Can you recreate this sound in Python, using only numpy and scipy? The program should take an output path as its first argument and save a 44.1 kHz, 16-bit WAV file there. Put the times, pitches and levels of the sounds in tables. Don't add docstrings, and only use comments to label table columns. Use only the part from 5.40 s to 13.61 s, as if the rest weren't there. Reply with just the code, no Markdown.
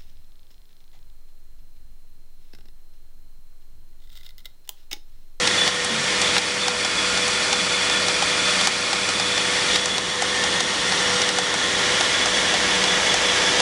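import sys
import numpy as np
from scipy import signal
from scipy.fft import rfft, irfft, next_fast_len
from scipy.io import wavfile
from scipy.ndimage import uniform_filter1d

SR = 44100
rng = np.random.default_rng(int(sys.argv[2]) if len(sys.argv) > 2 else 0)


def digitize_waveform(pressure):
    field = np.atleast_2d(pressure).T
    bounded = np.clip(field, -1, 1)
    quanta = np.round(bounded * 32767).astype(np.int16)
    wavfile.write(sys.argv[1], SR, quanta)


N = 362061
TIME = np.arange(N) / SR

# time in seconds, place (0 at the chute, 1 at the guard, 2 at the turret).
LISTENER_PATH = [(0, 0.84), (.5, 0.58), (1.1, 0.26), (1.5, 0), (3.8, 0.1), (4.25, 0.6), (4.6, 0.95),
                 (5.9, 1.03), (6.6, 1.67), (7.3, 1.7), (8.2, 2)]
# time in seconds, rattle level in dB, rumble level in dB.
ROAR_LEVELS = [(0, -21.5, -29.5), (.5, -22.5, -29), (.88, -21.5, -29), (1.3, -23, -29),
               (1.85, -22.5, -29.5), (2.5, -23, -29.5), (2.95, -22.5, -29.5), (3.18, -21, -28.5),
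               (3.45, -23, -29), (3.9, -24, -30.5), (4.33, -21.3, -29), (4.7, -24.5, -30.5),
               (5.3, -23, -29.5), (5.7, -22, -28.5), (6.15, -23, -29), (6.5, -21.5, -28.5),
               (7.25, -22, -27.5), (8.2, -20.5, -26.5)]
# frequency in Hz, then gain in dB at chute, guard and turret.
BROAD_EQ = [(25, -21, -25, -25), (42, -11, -12, -5.5), (125, -11, -8, -11), (189, -2.5, -4.5, -4.5),
            (420, -4.5, -3, -0.5), (815, -3.5, -3, -1), (2200, 2.5, -1.5, -0.5), (2720, 2, -1, -3),
            (3800, 3.5, 1.5, 0.5), (6240, 0, -2, 1.5), (8300, -4.5, -7.5, -7.5), (10010, -8, -10.5, -10),
            (10930, -26.5, -27.5, -25.5), (12300, -34, -37, -36)]
# pitch in Hz, width in Hz, then strength in dB at chute,
# guard and turret.
CASING_MODES = [(177.5, 49, 2.5, 4, 4), (553, 45, 1, 1.5, -4), (617, 93, 5, -9, 0), (898, 41, 2, 1.5, 2.5),
                (1055, 16, 4.5, 8.5, -10), (1258, 54, 5.5, 0, -10), (1387, 22, 10.5, 5.5, 1),
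                (1435, 96, 5.5, 2.5, 1), (1660, 125, -1, 2.5, 9.5), (1783, 43, 10, 13.5, 11),
                (1860, 42, 7, 14, 10.5), (1962, 63, -8, 2, 13), (2034, 410, 0.5, 7.5, 1.5),
                (2182, 49, 9, -11, 11.5), (2420, 210, 7.5, -11, 9.5), (2535, 110, 2.5, -1, -8),
                (2919, 33, 8, 10, 5), (3090, 1140, -12, 0.5, 7.5), (3214, 120, 2, 6.5, -3),
                (4610, 220, -1.5, -15, -12), (5040, 74, 1, -12, -14), (5600, 370, -3.5, 1, -4),
                (7400, 240, -5, -13, 0)]
# pitch in Hz, level in dB, depth of waver from 0 to 1.
HUM_TONES = [(65.4, -58, .6), (100.7, -47.5, 0.02), (188.8, -43.5, 0.05), (312.6, -47.5, 0.17),
             (376.5, -51.5, .2), (396, -47, 0), (1136, -44, 0)]
# time in seconds, level in dB.
WHINE_LEVELS = [(0.0, -32), (0.6, -35.5), (1.1, -34), (3.7, -37), (4.4, -35), (5.1, -34), (5.33, -39.7),
                (5.6, -33), (6.5, -35.5), (6.72, -39.5), (7.0, -35), (8.2, -33)]
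# pitch in Hz, width in Hz, point in the turn from 0 to 1,
# half-length in turns, then level in dB at chute, guard and turret.
STEEL_SCRAPES = [(3420, 47, 0.67, 0.19, -33, -31.5, -31), (3424, 38, 0.07, 0.24, -31.5, -34, -34.5),
                 (3503, 43, 0.61, 0.19, -31, -34.5, -44), (3382, 88, 0.84, 0.18, -42, -45, -27),
                 (3630, 120, 0.32, 0.092, -59, -36, -55)]
# start in seconds, contact level in dB, ring level in dB,
# ring pitch in Hz, knock level in dB.
TABLET_HITS = [(0.074, -2, -16.1, 3660, -27), (0.2776, -1, -21, 3010, -26),
               (0.4473, -5.3, -20.5, 5850, -25), (0.816, -6.9, -18.5, 4380, -26.5),
               (0.9662, -5, -20, 2350, -19), (0.9818, 0.5, -19, 3410, -26),
               (1.282, 0.2, -18.5, 4270, -22.2), (1.4485, -5.5, -19.5, 3840, -25.7),
               (1.775, -7.9, -21, 3280, -26.3), (1.8814, -4.5, -25, 4900, -30.1),
               (2.129, -4, -16.5, 3650, -21.5), (2.498, -6.4, -23, 3130, -24.9),
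               (2.6835, -9, -21, 3830, -24), (2.8238, -9, -20.8, 3360, -22),
               (3.211, -4.5, -22.6, 3760, -22.5), (3.2725, -0.5, -17, 4040, -22),
               (3.53, -8, -20, 3190, -21), (3.69, -5.5, -27.6, 4070, -29.9),
               (3.7988, -7.9, -21, 3860, -26.6), (3.9787, -7.8, -22.2, 3430, -25),
               (4.359, -2.5, -17.5, 3590, -24.4), (4.4577, -4, -18.7, 4500, -25),
               (4.582, -1, -23, 3520, -26.5), (4.822, -4, -20.5, 4430, -20.4), (5.038, -9, -21, 3560, -23),
               (5.2053, -2, -19.5, 3630, -25), (5.5222, -6, -21.6, 2860, -26),
               (5.8177, -3.5, -19.0, 3420, -29), (5.8905, -3.5, -21, 3630, -23.4),
               (5.9861, -1.3, -19.5, 4400, -20.5), (6.1412, -5.8, -26, 4710, -21.7),
               (6.6091, -5.5, -18, 3640, -23.6), (6.858, -6.4, -20, 4020, -23),
               (7.1402, -8, -20.7, 3650, -21.9), (7.4398, -9, -19.3, 3000, -30),
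               (7.7416, -3.5, -22.5, 4850, -20.5), (8.2017, -3.0, -18.9, 4000, -20)]
# crest time in seconds, pitch in Hz, width in Hz,
# half-length in seconds, level in dB.
SWELLING_NOTES = [(.21, 3460, 60, .03, -24), (.4, 1865, 40, 0.17, -34), (.5, 3420, 60, .03, -30),
                  (1.24, 3530, 120, .023, -24), (.55, 225, 35, .045, -35), (0.617, 152, 22, 0.054, -34.5),
                  (0.896, 3450, 70, .06, -32.5), (1.608, 3360, 50, .025, -27),
                  (1.725, 1410, 29.8, 0.048, -33), (3.102, 3450, 50, 0.078, -29.5),
                  (3.9, 3490, 120, .12, -33), (4.34, 3730, 70, 0.03, -30), (4.393, 3430, 40, .07, -27),
                  (4.98, 1800, 90, 0.068, -30), (5.698, 5500, 200, 0.24, -36),
                  (6.2, 1406, 110, 0.51, -34.5), (6.9, 3366, 70, .27, -35)]


def undb(db):
    return 10 ** (np.asarray(db) / 20)


def unit(x):
    return x / np.sqrt(np.mean(x ** 2))


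def unit_hit(x, spread_s=.007):
    return x * np.sqrt(spread_s * SR / np.sum(x ** 2))


def curves(table):
    times, *columns = np.transpose(table)
    return [np.interp(TIME, times, column) for column in columns]


def wander(per_s):
    points = rng.standard_normal(1024)
    path = np.interp(TIME * per_s, np.arange(len(points)), points)
    return unit(uniform_filter1d(path, int(SR / per_s / 2)))


def band(x, lo_hz, hi_hz):
    return signal.sosfilt(signal.butter(2, [lo_hz, hi_hz], "band", fs=SR, output="sos"), x)


def equalise(x, gain):
    size = next_fast_len(N)
    hz = np.arange(size // 2 + 1) * SR / size
    return irfft(rfft(x, size) * gain(hz), size)[:N]


def ringing_noise(hz, width_hz):
    return unit(band(rng.standard_normal(N), hz - width_hz / 2, hz + width_hz / 2))


def punch_impacts(per_s, spread_db, rush_db):
    sizes = undb(spread_db * np.minimum(rng.exponential(size=N), 3.5))
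    impacts = (rng.random(N) < per_s / SR) * rng.choice([-1, 1], N) * sizes
    return unit(unit(impacts) + undb(rush_db) * rng.standard_normal(N))


def roar_eq(hz, place, ripple_db=3.0, ripple_hz=38, dense_hz=3600):
    broad_hz, *broad_db = np.transpose(BROAD_EQ)
    broad = undb(np.interp(np.log(hz + 1), np.log(broad_hz), broad_db[place]))
    peaks = sum(undb(db[place]) ** 2 / (1 + (2 * (hz - mode_hz) / width_hz) ** 2) ** 2
                for mode_hz, width_hz, *db in CASING_MODES)
    heights = rng.standard_normal(1024)
    depth_db = ripple_db * np.minimum(hz / dense_hz, 1) ** 2
    ripple = undb(depth_db * np.interp(hz / ripple_hz, np.arange(len(heights)), heights))
    low_cut = np.minimum(hz / broad_hz[0], 1) ** 2
    return broad * np.sqrt(1 + peaks) * ripple * low_cut


def roar(shares, split_hz=1400):
    steel = 0
    for place, share in enumerate(shares):
        impacts = punch_impacts(per_s=3000, spread_db=2.0, rush_db=2.5)
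        steel += np.sqrt(share) * unit(equalise(impacts, lambda hz: roar_eq(hz, place)))
    lows = equalise(steel, lambda hz: 1 / (1 + (hz / split_hz) ** 8))
    rattle_db, rumble_db = curves(ROAR_LEVELS)
    rattle = unit(steel - lows) * undb(rattle_db + 0.37 * wander(40))
    rumble = unit(lows) * undb(rumble_db + 0.18 * wander(13))
    return rattle + rumble


def drive_tone(hz, waver, drift_hz):
    phase = 2 * np.pi * np.cumsum(hz + drift_hz * wander(9)) / SR
    return unit(np.sin(phase) * (1 + waver * wander(14)))


def drive():
    hum = sum(undb(db) * drive_tone(hz, waver, drift_hz=0.84 + hz * 0.00075)
              for hz, db, waver in HUM_TONES)
    whine_db, = curves(WHINE_LEVELS)
    return hum + undb(whine_db) * drive_tone(hz=493.2, waver=0.16, drift_hz=0.94)


def once_a_turn(at, half_length, turns_per_s=5.43):
    turns_away = (TIME * turns_per_s - at + .5) % 1 - .5
    return np.exp(-.5 * (turns_away / half_length) ** 2)


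def thud_and_scrapes(shares, thud_db=-50, uneven_db=2.0):
    thud = undb(thud_db) * once_a_turn(at=0.46, half_length=0.079) * ringing_noise(hz=58.3, width_hz=21)
    scrapes = 0
    for hz, width_hz, at, half_length, *places_db in STEEL_SCRAPES:
        level_db = sum(share * db for share, db in zip(shares, places_db)) + uneven_db * wander(3.74)
        scrapes += ringing_noise(hz, width_hz) * once_a_turn(at, half_length) * undb(level_db)
    return thud + scrapes


def chute_knock(t, scatter, hz=790, t60_s=0.034, note_db=-2.5):
    note_hz = hz * (1 + .025 * rng.standard_normal())
    build_up = 1 - np.exp(-t * note_hz)
    note = np.sin(2 * np.pi * note_hz * t) * undb(-60 * t / t60_s) * build_up
    body = band(scatter, lo_hz=650, hi_hz=2300)
    return undb(note_db) * unit_hit(note) + unit_hit(body)


def tablet_ticks(contact_octaves=.8, ring_octaves=0.71, ring_t60_s=0.026, delay_s=.0004, top_hz=10300):
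    t = TIME[:SR // 16]
    track = np.zeros(N + len(t))
    for start_s, contact_db, ring_db, ring_hz, knock_db in TABLET_HITS:
        impulse = signal.unit_impulse(len(t))
        click = band(impulse, ring_hz / 2 ** contact_octaves, ring_hz * 2 ** contact_octaves)
        contact = undb(contact_db) * click / np.abs(click).max()
        scatter = rng.standard_normal(len(t)) * undb(-60 * t / ring_t60_s) * (t > delay_s)
        ring = unit_hit(band(scatter, ring_hz / 2 ** ring_octaves, ring_hz * 2 ** ring_octaves))
        knock = chute_knock(t, scatter)
        start = int(start_s * SR)
        track[start:start + len(t)] += contact + undb(ring_db) * ring + undb(knock_db) * knock
    return equalise(track[:N], lambda hz: 1 / np.sqrt(1 + (hz / top_hz) ** 60))


def swelling_notes():
    return sum(ringing_noise(hz, width_hz) * np.exp(-.5 * ((TIME - crest_s) / half_s) ** 2) * undb(db)
               for crest_s, hz, width_hz, half_s, db in SWELLING_NOTES)


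def gain_control(x, ceiling_db=-5.2, cut_share=.6, attack_s=.025, recovery_db_per_s=6.7):
    excess_db = 20 * np.log10(np.maximum(np.abs(x).max(axis=0) / undb(ceiling_db), 1))
    recovered_db = recovery_db_per_s * TIME
    cut_db = np.maximum.accumulate(cut_share * excess_db + recovered_db) - recovered_db
    attack = int(attack_s * SR)
    eased_cut_db = signal.fftconvolve(cut_db, np.ones(attack) / attack)[:N]
    return x * undb(-eased_cut_db)


def scene():
    place, = curves(LISTENER_PATH)
    shares = [np.maximum(1 - np.abs(place - k), 0) for k in range(3)]
    return (roar(shares) + drive() + thud_and_scrapes(shares) + tablet_ticks() + swelling_notes())[None]


def record(dry):
    peak_limit, top_hz = .68, 12200
    ducked = gain_control(dry)
    rounded = ducked / (1 + (ducked / peak_limit) ** 8) ** .125
    return signal.sosfiltfilt(signal.ellip(8, .05, 50, top_hz, fs=SR, output="sos"), rounded)


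dry = scene()
out = record(dry)
digitize_waveform(out)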